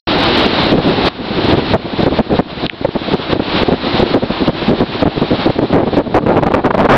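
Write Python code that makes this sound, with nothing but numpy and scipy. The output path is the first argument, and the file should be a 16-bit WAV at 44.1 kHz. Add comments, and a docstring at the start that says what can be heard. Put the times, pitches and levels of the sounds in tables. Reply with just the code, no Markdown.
"""A broad rush of air with a hollow note in it pours out of a deep, open ventilation shaft.
The draught rumbles on a hand-held camera's microphone, and its eddies land as thumps. The hard hits
overload it; the gain control ducks the rush, which then swells back. Three small ticks sound right at
the microphone. Towards the end the wind freshens: the eddies hit harder and brighter as the rush recedes."""
import sys
import numpy as np
from scipy import signal
from scipy.fft import rfft, irfft, next_fast_len
from scipy.io import wavfile
from scipy.ndimage import uniform_filter1d

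SR = 44100
rng = np.random.default_rng(int(sys.argv[2]) if len(sys.argv) > 2 else 0)


def output_pcm(signal):
    """Save a mono or channel-first signal as 16-bit PCM at the path in sys.argv[1].

    Samples are clipped to [-1, 1] before scaling.
    """
    pcm = np.clip(np.atleast_2d(signal).T, -1, 1) * 32767
    wavfile.write(sys.argv[1], SR, np.round(pcm).astype(np.int16))


N = 307377

# tone of the rush: (frequency [Hz], relative level [dB])
RUSH_EQ = [(20, -25.5), (55, -2.5), (130, -7), (230, -1.5), (450, -4), (780, -2.5), (1200, -7.5),
           (2000, -11.5), (2900, -10.5), (3900, -8.5), (4600, -14), (6000, -16.5)]
# the shaft's hollow note: (centre [Hz], width [Hz], lift [dB])
SHAFT_RESONANCE = (332, 44, 7.5)
# fader rides as the camera moves: (time [s], rush level [dB], draught level [dB])
AIR_FADERS = [(0, -12.5, -23.5), (1, -8.5, -12), (2, -8.5, -12.5), (2.999, -12.5, -27),
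              (3.601, -7.5, -18.5), (4.202, -9.5, -18), (4.999, -10, -22.5), (5.5, -10.5, -22),
              (6.2, -15, -2), (7, -21, -5)]
# the microphone thins the wind's deep bass: (frequency [Hz], gain [dB])
MIC_BASS_EQ = [(20, -21.5), (55, -10), (100, -5.5), (160, -1), (250, 1.5)]
# an eddy's favoured swing: (centre [x corner frequency], width [x corner frequency], lift [dB])
EDDY_RESONANCE = (1, 0.99, 2.04)
# large eddies striking the microphone: (mid time [s], length [s], level before ducking [dB])
EDDY_HITS = [(0.465, 0.014, -1), (0.741, 0.078, 3.5), (0.79, 0.058, 3), (0.883, 0.15, -3),
             (1.207, 0.061, -2.5), (1.377, .03, -4.5), (1.5, .07, -5.5), (1.54, .05, 5),
             (1.586, 0.048, 2.5), (1.75, 0.047, 18), (1.858, 0.049, 0.5), (1.999, 0.053, -0.5),
             (2.035, 0.022, 4.5), (2.076, 0.052, 9), (2.125, 0.056, 1.5), (2.2, .042, 14), (2.327, 0.12, 6),
             (2.399, 0.031, 17.5), (2.646, 0.067, -3), (2.815, .016, 0), (2.854, 0.023, 14),
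             (2.89, 0.011, 6.5), (2.96, .028, 5.5), (3.144, 0.04, 6.5), (3.334, 0.014, 12.5),
             (3.365, 0.037, 2.5), (3.401, 0.021, 7.5), (3.634, 0.0064, 12), (3.69, 0.025, 9.5),
             (3.73, 0.071, 8.5), (3.874, .034, -1.5), (4.001, 0.029, 0), (4.034, 0.025, 6.5),
             (4.161, 0.074, 12), (4.233, .04, 6.5), (4.305, 0.023, 4), (4.423, 0.058, -2),
             (4.489, .045, 8.5), (4.713, .12, 4), (4.82, 0.063, 8.5), (5.031, 0.028, 12.5),
             (5.068, 0.046, 10.5), (5.178, 0.023, 3), (5.226, .041, 4), (5.33, 0.086, 2.5),
             (5.473, 0.048, 8), (5.501, 0.024, 7.5), (5.595, 0.034, 9), (5.631, 0.078, 5.5),
             (5.77, 0.15, 12), (5.835, 0.03, 8.5), (5.875, 0.045, 3.5), (5.935, 0.052, -2),
             (5.991, 0.077, 14.5), (6.166, 0.0774, 17.5), (6.269, 0.024, 11), (6.308, .1, 11.5),
             (6.377, 0.06, 11.5), (6.437, 0.037, 11.5), (6.474, 0.049, 13), (6.521, 0.015, 10.5),
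             (6.546, 0.024, 19), (6.574, 0.12, 10), (6.661, 0.077, 11.5), (6.71, 0.018, 12),
             (6.803, .11, 9), (6.862, 0.028, 10), (6.931, 0.15, 19)]
# ticks, before ducking and EQ: (time [s], snap level [dB], chirp level [dB], from [Hz], to [Hz])
TICK_CUES = [(1.087, 33, -7, 5420, 2600), (2.6656, 32, 7, 5930, 1680), (2.698, 16, 15.5, 5000, 1140)]
# the camera's steep treble roll-off: (frequency [Hz], gain [dB])
CAMERA_TREBLE_EQ = [(4200, 0.5), (5000, -6.5), (5500, -13), (5900, -25.5), (6300, -40.5), (7000, -82.5)]

FRESHEN_FROM_S = 5.52


def gain_of(db):
    """Decibels to amplitude."""
    return 10 ** (np.asarray(db) / 20)


def unit_rms(x):
    """Scales to an rms of one."""
    return x / np.sqrt(np.mean(abs(x) ** 2) + 1e-20)


def eq_curve(points, hz):
    """Gain of an EQ table, on a log-frequency axis."""
    point_hz, db = np.transpose(points)
    return gain_of(np.interp(np.log(hz + 1), np.log(point_hz), db))


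def resonance(hz, centre_hz, width_hz, lift_db):
    """Gain of one bell above a flat response."""
    return 1 + (gain_of(lift_db) - 1) / (1 + (2 * (hz - centre_hz) / width_hz) ** 2)


def filtered(x, gain):
    """Filters x by a gain given as a function of Hz."""
    size = next_fast_len(len(x))
    return irfft(rfft(x, size) * gain(np.fft.rfftfreq(size, 1 / SR)), size)[:len(x)]


def wander(rate_hz):
    """Smooth random modulation with an rms of one."""
    return unit_rms(filtered(rng.standard_normal(N), lambda hz: 1 / (1 + (hz / rate_hz) ** 4)))


def air_fader(column):
    """One fader ride, as a gain per sample."""
    rows = np.array(AIR_FADERS)
    return gain_of(np.interp(np.arange(N) / SR, rows[:, 0], rows[:, column]))


def add_centred(mix, time_s, sound):
    """Mixes a sound in, centred on its cue."""
    part = mix[max(round(time_s * SR) - len(sound) // 2, 0):][:len(sound)]
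    part += sound[:len(part)]


def freshened_s(time_s):
    """Seconds for which the wind has been picking up."""
    return max(time_s - FRESHEN_FROM_S, 0)


def shaft_rush(flutter_db=1.52):
    """The bed: broad flow noise rings the shaft's hollow note and flutters a little."""
    noise = rng.standard_normal(N)
    flow = filtered(noise, lambda hz: eq_curve(RUSH_EQ, hz) * resonance(hz, *SHAFT_RESONANCE))
    flutter = gain_of(flutter_db * wander(rate_hz=12.8))
    return unit_rms(flow) * air_fader(column=1) * flutter


def turbulence(pushes, corner_hz, slope=2.77):
    """Wind pressure on the microphone: each push starts sharply and swings out as a dull thud."""
    size = next_fast_len(len(pushes))
    hz = abs(np.fft.fftfreq(size, 1 / SR))
    centre, width, lift_db = EDDY_RESONANCE
    swing = resonance(hz, centre * corner_hz, width * corner_hz, lift_db)
    tone = eq_curve(MIC_BASS_EQ, hz) * swing / (1 + (hz / corner_hz) ** slope)
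    minimum_phase = np.exp(np.conj(signal.hilbert(np.log(tone))))[:size // 2 + 1]  # keeps attacks sharp
    return unit_rms(irfft(rfft(pushes, size) * minimum_phase, size)[:len(pushes)])


def draught(lumpy_db=4.0):
    """The draught lays a lumpy rumble on the microphone under the eddies."""
    lumps = unit_rms(gain_of(lumpy_db * wander(rate_hz=67)))
    return turbulence(rng.standard_normal(N), corner_hz=402) * lumps * air_fader(column=2)


def slaps(size, per_s=150, spread_db=4.0, fine_gain=0.76):
    """Sudden pushes of air, of either sign and unevenly spaced, over finer turbulence."""
    sign, strength, fine = rng.standard_normal((3, size))
    times = np.cumsum(.5 + rng.random(size)) / per_s - rng.random()
    onsets = (times[times > 0] * SR).astype(int)
    pushes = np.isin(np.arange(size), onsets) * np.sign(sign) * gain_of(spread_db * strength)
    return unit_rms(pushes) + fine_gain * fine


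def eddy(time_s, length_s, db, base_hz=442.6, db_per_octave=32.5, octaves_per_s=0.65, rise_s=0.0035):
    """One thump: a volley of slaps with a steep front, brighter when it hits harder or the wind freshens."""
    octaves = db / db_per_octave + octaves_per_s * freshened_s(time_s)
    swirl = signal.hilbert(turbulence(slaps(size=8192), corner_hz=base_hz * 2 ** octaves))
    swirl /= (abs(swirl) ** 2 + 0.056) ** 0.135  # gentle compression evens out the swings
    t = (np.arange(len(swirl)) - len(swirl) / 2) / SR
    swell = np.cos(np.pi * np.clip(t / length_s, -.5, .5)) ** 2
    swell *= np.clip((t + .27 * length_s) / rise_s + 1, 0, 1)  # the steep front
    mid_rms = np.sqrt(np.average(swirl.real ** 2, weights=swell ** 4))
    return gain_of(db) * swell * swirl.real / mid_rms


def large_eddies():
    """The big hits: each eddy thumps the microphone on its cue."""
    out = np.zeros(N)
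    for time_s, length_s, db in EDDY_HITS:
        add_centred(out, time_s, eddy(time_s, length_s, db))
    return out


def ticks(length_s=0.004, snap_hz=11000):
    """Tiny falling chirps; a snap above the camera's treble range goes unheard but trips the ducking."""
    out = np.zeros(N)
    t = np.arange(round(length_s * SR)) / SR
    window = np.hanning(len(t))
    for time_s, snap_db, chirp_db, from_hz, to_hz in TICK_CUES:
        glide_hz = np.geomspace(from_hz, to_hz, len(t))
        chirp = np.sin(2 * np.pi * np.cumsum(glide_hz) / SR)
        snap = np.sin(2 * np.pi * snap_hz * t)
        add_centred(out, time_s, window * gain_of(chirp_db) * chirp)
        add_centred(out, time_s + length_s / 2, window * gain_of(snap_db) * snap)
    return out


def small_eddies(from_s=1.2, per_s=14, length_s=0.031, base_db=-6, spread_db=1.5, build_db_per_s=13):
    """Short, uneven thumps fill in once the camera is in the wind, and build as it freshens."""
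    out = np.zeros(N)
    gaps, scatter = rng.random((128, 2)).T
    times = from_s + np.cumsum(.5 + gaps) / per_s
    for time_s, chance in zip(times[times < N / SR], scatter):
        db = base_db + spread_db * (2 * chance - 1) + build_db_per_s * freshened_s(time_s)
        add_centred(out, time_s, eddy(time_s, length_s, db))
    return out


def scene():
    """The shaft, the wind and the ticks in mono at one microphone."""
    return (shaft_rush() + draught() + large_eddies() + ticks() + small_eddies())[None]


def gain_control(x, threshold_db=-6., sense_s=0.0048, attack_s=0.0017, release_db_per_s=65, range_db=23):
    """Ducks within milliseconds of a hit, then lets the sound swell back over tenths of a second."""
    level = np.sqrt(abs(uniform_filter1d(x ** 2, round(sense_s * SR))))
    log_excess = np.log(np.clip(level / gain_of(threshold_db) - 1, 1e-6, gain_of(range_db)))
    release = np.arange(N) / SR * release_db_per_s * np.log(10) / 20
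    held_excess = np.exp(np.maximum.accumulate(log_excess + release) - release)  # decaying peak hold
    pole = np.exp(-1 / (attack_s * SR))
    duck = signal.lfilter([1 - pole], [1, -pole], held_excess / (1 + held_excess))
    return x * (1 - duck)


def record(dry, silent_s=.072, ceiling=.715, headroom=1.166, knee=4.8, top_hz=6100, band_hz=15800):
    """The camera's chain opens after a moment of silence: ducking, dulled treble, overload, band limit."""
    x = gain_control(dry[0]) * (np.arange(N) / SR > silent_s)
    x = filtered(x, lambda hz: eq_curve(CAMERA_TREBLE_EQ, hz))
    x = x / (1 + abs(x / (ceiling * headroom)) ** knee) ** (1 / knee)  # the amplifier rounds off peaks
    x = filtered(x, lambda hz: 1 / (1 + (hz / top_hz) ** 36))
    x = np.clip(x, -ceiling, ceiling)
    band_limit = signal.firwin(511, band_hz, window=("kaiser", 9), fs=SR)
    return signal.oaconvolve(x, band_limit, "same")[None]


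dry = scene()
out = record(dry)
output_pcm(out)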